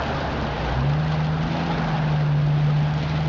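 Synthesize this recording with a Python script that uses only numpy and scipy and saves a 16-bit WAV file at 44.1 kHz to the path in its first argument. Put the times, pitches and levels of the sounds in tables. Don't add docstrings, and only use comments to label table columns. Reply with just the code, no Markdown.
import sys
import numpy as np
from scipy import signal
from scipy.io import wavfile

SR = 44100
rng = np.random.default_rng(int(sys.argv[2]) if len(sys.argv) > 2 else 0)


def inscribe(sig):
    pcm = np.round(np.clip(np.atleast_2d(sig).T, -1, 1) * 32767)
    wavfile.write(sys.argv[1], SR, pcm.astype(np.int16))


N = 144648

# time in seconds, gain in dB on the uneven tones and the gas noise.
STRAIN = [(0, -4.5), (.4, -2.5), (.68, -1), (1.05, -1), (1.3, -3.5), (1.45, 4.5), (1.87, 3.5), (2.05, 2),
          (2.2, -4), (2.75, -1.5), (3.05, -2), (3.28, -0.5)]
WAVER_DB, WAVER_PER_S = 1.5, 2


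def from_db(db):
    return 10 ** (np.asarray(db) / 20)


def rms_one(x):
    return x / np.sqrt(np.mean(x ** 2) + 1e-20)


def in_time(rows):
    times, *columns = np.transpose(rows)
    return [np.interp(np.arange(N) / SR, times, column) for column in columns]


def at_hz(spectrum, hz):
    freqs, db = np.transpose(spectrum)
    return np.interp(np.log(hz), np.log(freqs), db)


def drift(rate):
    hop, run_in = 40, 2000
    pole = np.exp(-2 * np.pi * hop * rate / SR)
    noise = rng.standard_normal(N // hop + run_in + 2)
    slow = signal.lfilter([1], [1, -2 * pole, pole * pole], noise)[run_in:]
    return np.interp(np.arange(N) / hop, np.arange(len(slow)), rms_one(slow))


def swell(start_s, rise_s):
    age = np.clip((np.arange(N) / SR - start_s) / rise_s, 0, 20)
    return age * np.exp(1 - age)


def band_noise(low_hz, high_hz, order=3):
    sos = signal.butter(order, [low_hz, high_hz], "band", fs=SR, output="sos")
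    return rms_one(signal.sosfilt(sos, rng.standard_normal(N + SR // 4))[-N:])


def wash(spectrum, flicker_db, rate, bands):
    edges = np.geomspace(spectrum[0][0], spectrum[-1][0], bands + 1)
    together = drift(rate)
    out = 0
    for low, high in zip(edges, edges[1:]):
        db = at_hz(spectrum, np.sqrt(low * high)) + flicker_db * (0.55 * together + drift(rate))
        out = out + from_db(db) * np.sqrt(high - low) * band_noise(low, high)
    return rms_one(out)


def grains(spectrum, per_s, cycles, spread_db, pitches):
    low_hz, high_hz = spectrum[0][0], spectrum[-1][0]
    sizes = from_db(spread_db * np.minimum(rng.exponential(1, N), 4)) * rng.choice([-1, 1], N)
    clicks = sizes * (rng.random(N) < per_s / SR)
    pitch_index = rng.integers(0, pitches, N)
    out = 0
    for k, hz in enumerate(np.geomspace(low_hz, high_hz, pitches)):
        pole = np.exp(-np.log(1000) * hz / (cycles * SR))
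        feedback = [1, -2 * pole * np.cos(2 * np.pi * hz / SR), pole * pole]
        ring = signal.lfilter([1, 0, -1], feedback, clicks * (pitch_index == k) + 1e-18)
        out = out + from_db(at_hz(spectrum, hz)) * hz * ring
    lowpass = signal.butter(4, high_hz * 0.88, fs=SR, output="sos")
    return rms_one(signal.sosfilt(lowpass, out))


def mud_pool():
    # time in seconds, then faders in dB for slosh, churn and hiss.
    vigour = [(0, -29.5, -25, -39), (.06, -33.5, -31.5, -38), (.11, -35, -26.5, -37),
              (.18, -31, -30.5, -37.7), (.25, -34, -29.5, -39), (.3, -31, -30, -38.5),
              (.4, -33.5, -31, -40), (.68, -32.5, -30.5, -37.5), (.81, -35.5, -31.5, -41),
              (.86, -33, -33.5, -40.5), (.98, -36.5, -32.5, -42), (1.12, -36.5, -32.5, -40),
              (1.33, -36.5, -33.5, -41.5), (1.5, -36.5, -32, -39), (1.57, -32.5, -30.5, -38),
              (1.66, -33, -31.5, -37.5), (1.78, -35, -29, -38), (1.95, -36.5, -30.5, -40),
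              (2.15, -35, -32.5, -40.5), (2.34, -38.5, -36.5, -45), (2.6, -37, -35.7, -41.5),
              (2.78, -40, -36, -42), (3.08, -37.5, -33.5, -39), (3.28, -36, -35.5, -42)]
    # frequency in Hz, relative spectral density in dB.
    slosh_colour = [(260, 0.5), (310, 0), (390, -2), (500, 0), (600, 0.5)]
    churn_colour = [(600, 0.5), (700, 0.5), (830, 1.5), (950, -3.5), (1120, -6), (1560, -5), (1800, -10.5)]
    hiss_colour = [(1800, 1.5), (2230, -1.5), (2600, -1.5), (3300, -3.5), (4360, -8.5), (5300, -15),
                   (6100, -20.5), (6900, -30.5), (7600, -41)]
    spatter_colour = [(1800, -2), (3200, -3), (4500, -6.5), (5300, -16)]
    slosh = from_db(-0.8) * wash(slosh_colour, flicker_db=0.1, rate=20, bands=6)
    churn = from_db(-0.73) * wash(churn_colour, flicker_db=0.5, rate=16, bands=12)
    bursts = from_db(-10) * grains(churn_colour, per_s=200, cycles=24, spread_db=2, pitches=22)
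    hiss = wash(hiss_colour, flicker_db=1.5, rate=35, bands=16)
    spatter = from_db(-10.5) * grains(spatter_colour, per_s=790, cycles=1.1, spread_db=6.5, pitches=12)
    slosh_gain, churn_gain, hiss_gain = from_db(in_time(vigour))
    return slosh_gain * slosh + churn_gain * (churn + bursts) + hiss_gain * (hiss + spatter)


def wind():
    # frequency in Hz, relative spectral density in dB.
    colour = [(16, -19.5), (30, -8), (48, -4.5), (75, -4), (100, -3), (180, -3.5), (270, -9)]
    # time in seconds, level in dB.
    gusts = [(0, -35), (.35, -32), (.5, -40), (.62, -31), (.85, -39.5), (1.0, -39), (1.2, -36),
             (1.55, -37.5), (1.9, -41.5), (2.7, -36.5), (3.0, -35), (3.28, -39)]
    gust_db, = in_time(gusts)
    return from_db(gust_db) * wash(colour, flicker_db=2.0, rate=21, bands=8)


def engine():
    # time in seconds, firing rate in Hz, firing tone in dB, sub-octave in dB.
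    drone = [(0, 144, -47, -34), (.2, 143.6, -35.5, -35.5), (.36, 135, -40, -31), (.55, 122.8, -44, -35),
             (.68, 117.4, -41, -29.5), (.78, 130.3, -24.5, -27), (.88, 143, -20, -33),
             (1.02, 155.1, -23, -35), (1.32, 154.6, -23, -36), (1.53, 164.5, -29, -39),
             (1.66, 167.6, -26.5, -38.5), (1.9, 158.3, -25.5, -44), (2.1, 151, -22, -37),
             (2.35, 146.8, -19.5, -40), (2.78, 148.7, -19.5, -40.5), (3.02, 152.1, -25.5, -34),
             (3.28, 155.3, -23, -33)]
    # time in seconds, level in dB.
    throb = [(0, -41), (.9, -47), (1.05, -38), (1.3, -38.5), (1.45, -39), (1.85, -33), (2.05, -35),
             (2.25, -46), (2.7, -45), (3.05, -33), (3.28, -35)]
    # multiple of the engine's cycle rate, base level in dB.
    uneven_tones = [(2.5, -49), (3, -53), (6.5, -54.5), (7.5, -52), (9, -46), (10.5, -47.5), (11, -52.5),
                    (12, -46), (13, -51.5), (14, -51.5), (16, -48)]
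    cylinders = 8
    firing_hz, firing_db, octave_db = in_time(drone)
    strain_db, = in_time(STRAIN)
    throb_db, = in_time(throb)
    phase = 2 * np.pi * (np.cumsum(firing_hz) / SR + rng.uniform(0, cylinders))
    out = from_db(firing_db) * np.cos(phase) + from_db(octave_db) * np.sin(phase / 2)
    out = out + from_db(throb_db) * np.cos(phase - phase / cylinders)
    for multiple, db in uneven_tones:
        ratio = multiple / cylinders
        offset = rng.uniform(0, 2 * np.pi)
        level_db = db + exhaust_lift_db(ratio * firing_hz) + strain_db + WAVER_DB * drift(WAVER_PER_S)
        out = out + from_db(level_db) * np.cos(ratio * phase + offset)
    return np.sqrt(2) * out


def exhaust_lift_db(hz):
    # centre in Hz, half width in Hz, peak boost in dB.
    resonances = [(144, 20, 9), (232, 31, 3.5)]
    return sum(db / (1 + ((hz - centre) / half_width) ** 2) for centre, half_width, db in resonances)


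def exhaust():
    # centre in Hz, width in Hz, base level in dB.
    pipe = [(56.3, 33, -45), (143, 7.2, -46), (226.4, 52, -42)]
    strain_db, = in_time(STRAIN)
    gas = sum(from_db(db) * band_noise(hz - width / 2, hz + width / 2, order=2) for hz, width, db in pipe)
    return from_db(strain_db) * gas


def hum():
    hz, level_db, end_s, fade_s = 146.2, -34, 0.81, 0.15
    t = np.arange(N) / SR
    fade = np.clip((end_s - t) / fade_s, 0, 1)
    gain = from_db(level_db + WAVER_DB * drift(WAVER_PER_S))
    return np.sqrt(2) * gain * fade * np.sin(2 * np.pi * hz * t + rng.uniform(0, 2 * np.pi))


def plops():
    # start in seconds, pitch in Hz, peak level in dB, rise in seconds.
    bubbles = [(.055, 223.6, -28, 0.023), (.095, 398, -29, 0.011), (.125, 543, -30, 0.011),
               (.15, 1212, -28.5, 0.0081), (.205, 560, -25.5, 0.0059), (.228, 846, -27.5, 0.007),
               (.345, 231, -27.5, 0.0089), (.415, 217, -24, 0.017), (.62, 142, -24.5, 0.019),
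               (.682, 510, -27, 0.0077), (.785, 235, -26.5, .018), (.685, 1536, -33.5, .005),
               (.812, 1024, -29, 0.0041), (1.117, 1135, -31, 0.0049), (1.55, 534, -30.5, 0.0048),
               (1.697, 830, -23.5, .0065), (1.774, 434, -28, 0.0078), (1.94, 816.4, -24.5, 0.0068),
               (2.675, 502.4, -31.5, .007), (2.697, 1245, -32, 0.0053), (3.2, 758, -29, 0.0059)]
    glide_per_s = 0.43
    out = 0
    for start_s, hz, db, rise_s in bubbles:
        age = np.arange(N) / SR - start_s
        phase = 2 * np.pi * hz * age * (1 + glide_per_s * age / 2)
        out = out + from_db(db) * swell(start_s, rise_s) * np.sin(phase)
    return out


def spits():
    # start in seconds, level at the crest in dB, rise in seconds.
    flecks = [(.163, -39, .004), (.2, -38.5, 0.0066), (.806, -38, 0.0013), (0.934, -37.5, .002),
              (1.097, -42, 0.0035), (1.117, -36, .004), (1.14, -41, 0.0023), (1.244, -40, 0.0028),
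              (1.517, -37, 0.0028), (1.565, -38, 0.0041), (1.634, -39.5, .003), (1.78, -38.5, .003),
              (2.114, -41, .003), (2.261, -39, 0.0021), (3.026, -36.5, 0.0027), (3.205, -37, .0015)]
    envelope = sum(from_db(db) * swell(start_s, rise_s) for start_s, db, rise_s in flecks)
    return envelope * band_noise(low_hz=1500, high_hz=4730, order=4)


def scene():
    return (mud_pool() + plops() + spits() + engine() + exhaust() + hum() + wind())[None]


def record(dry):
    stop_hz, stop_db = 8100, 50
    return signal.sosfilt(signal.cheby2(12, stop_db, stop_hz, fs=SR, output="sos"), dry)


dry = scene()
out = record(dry)
inscribe(out)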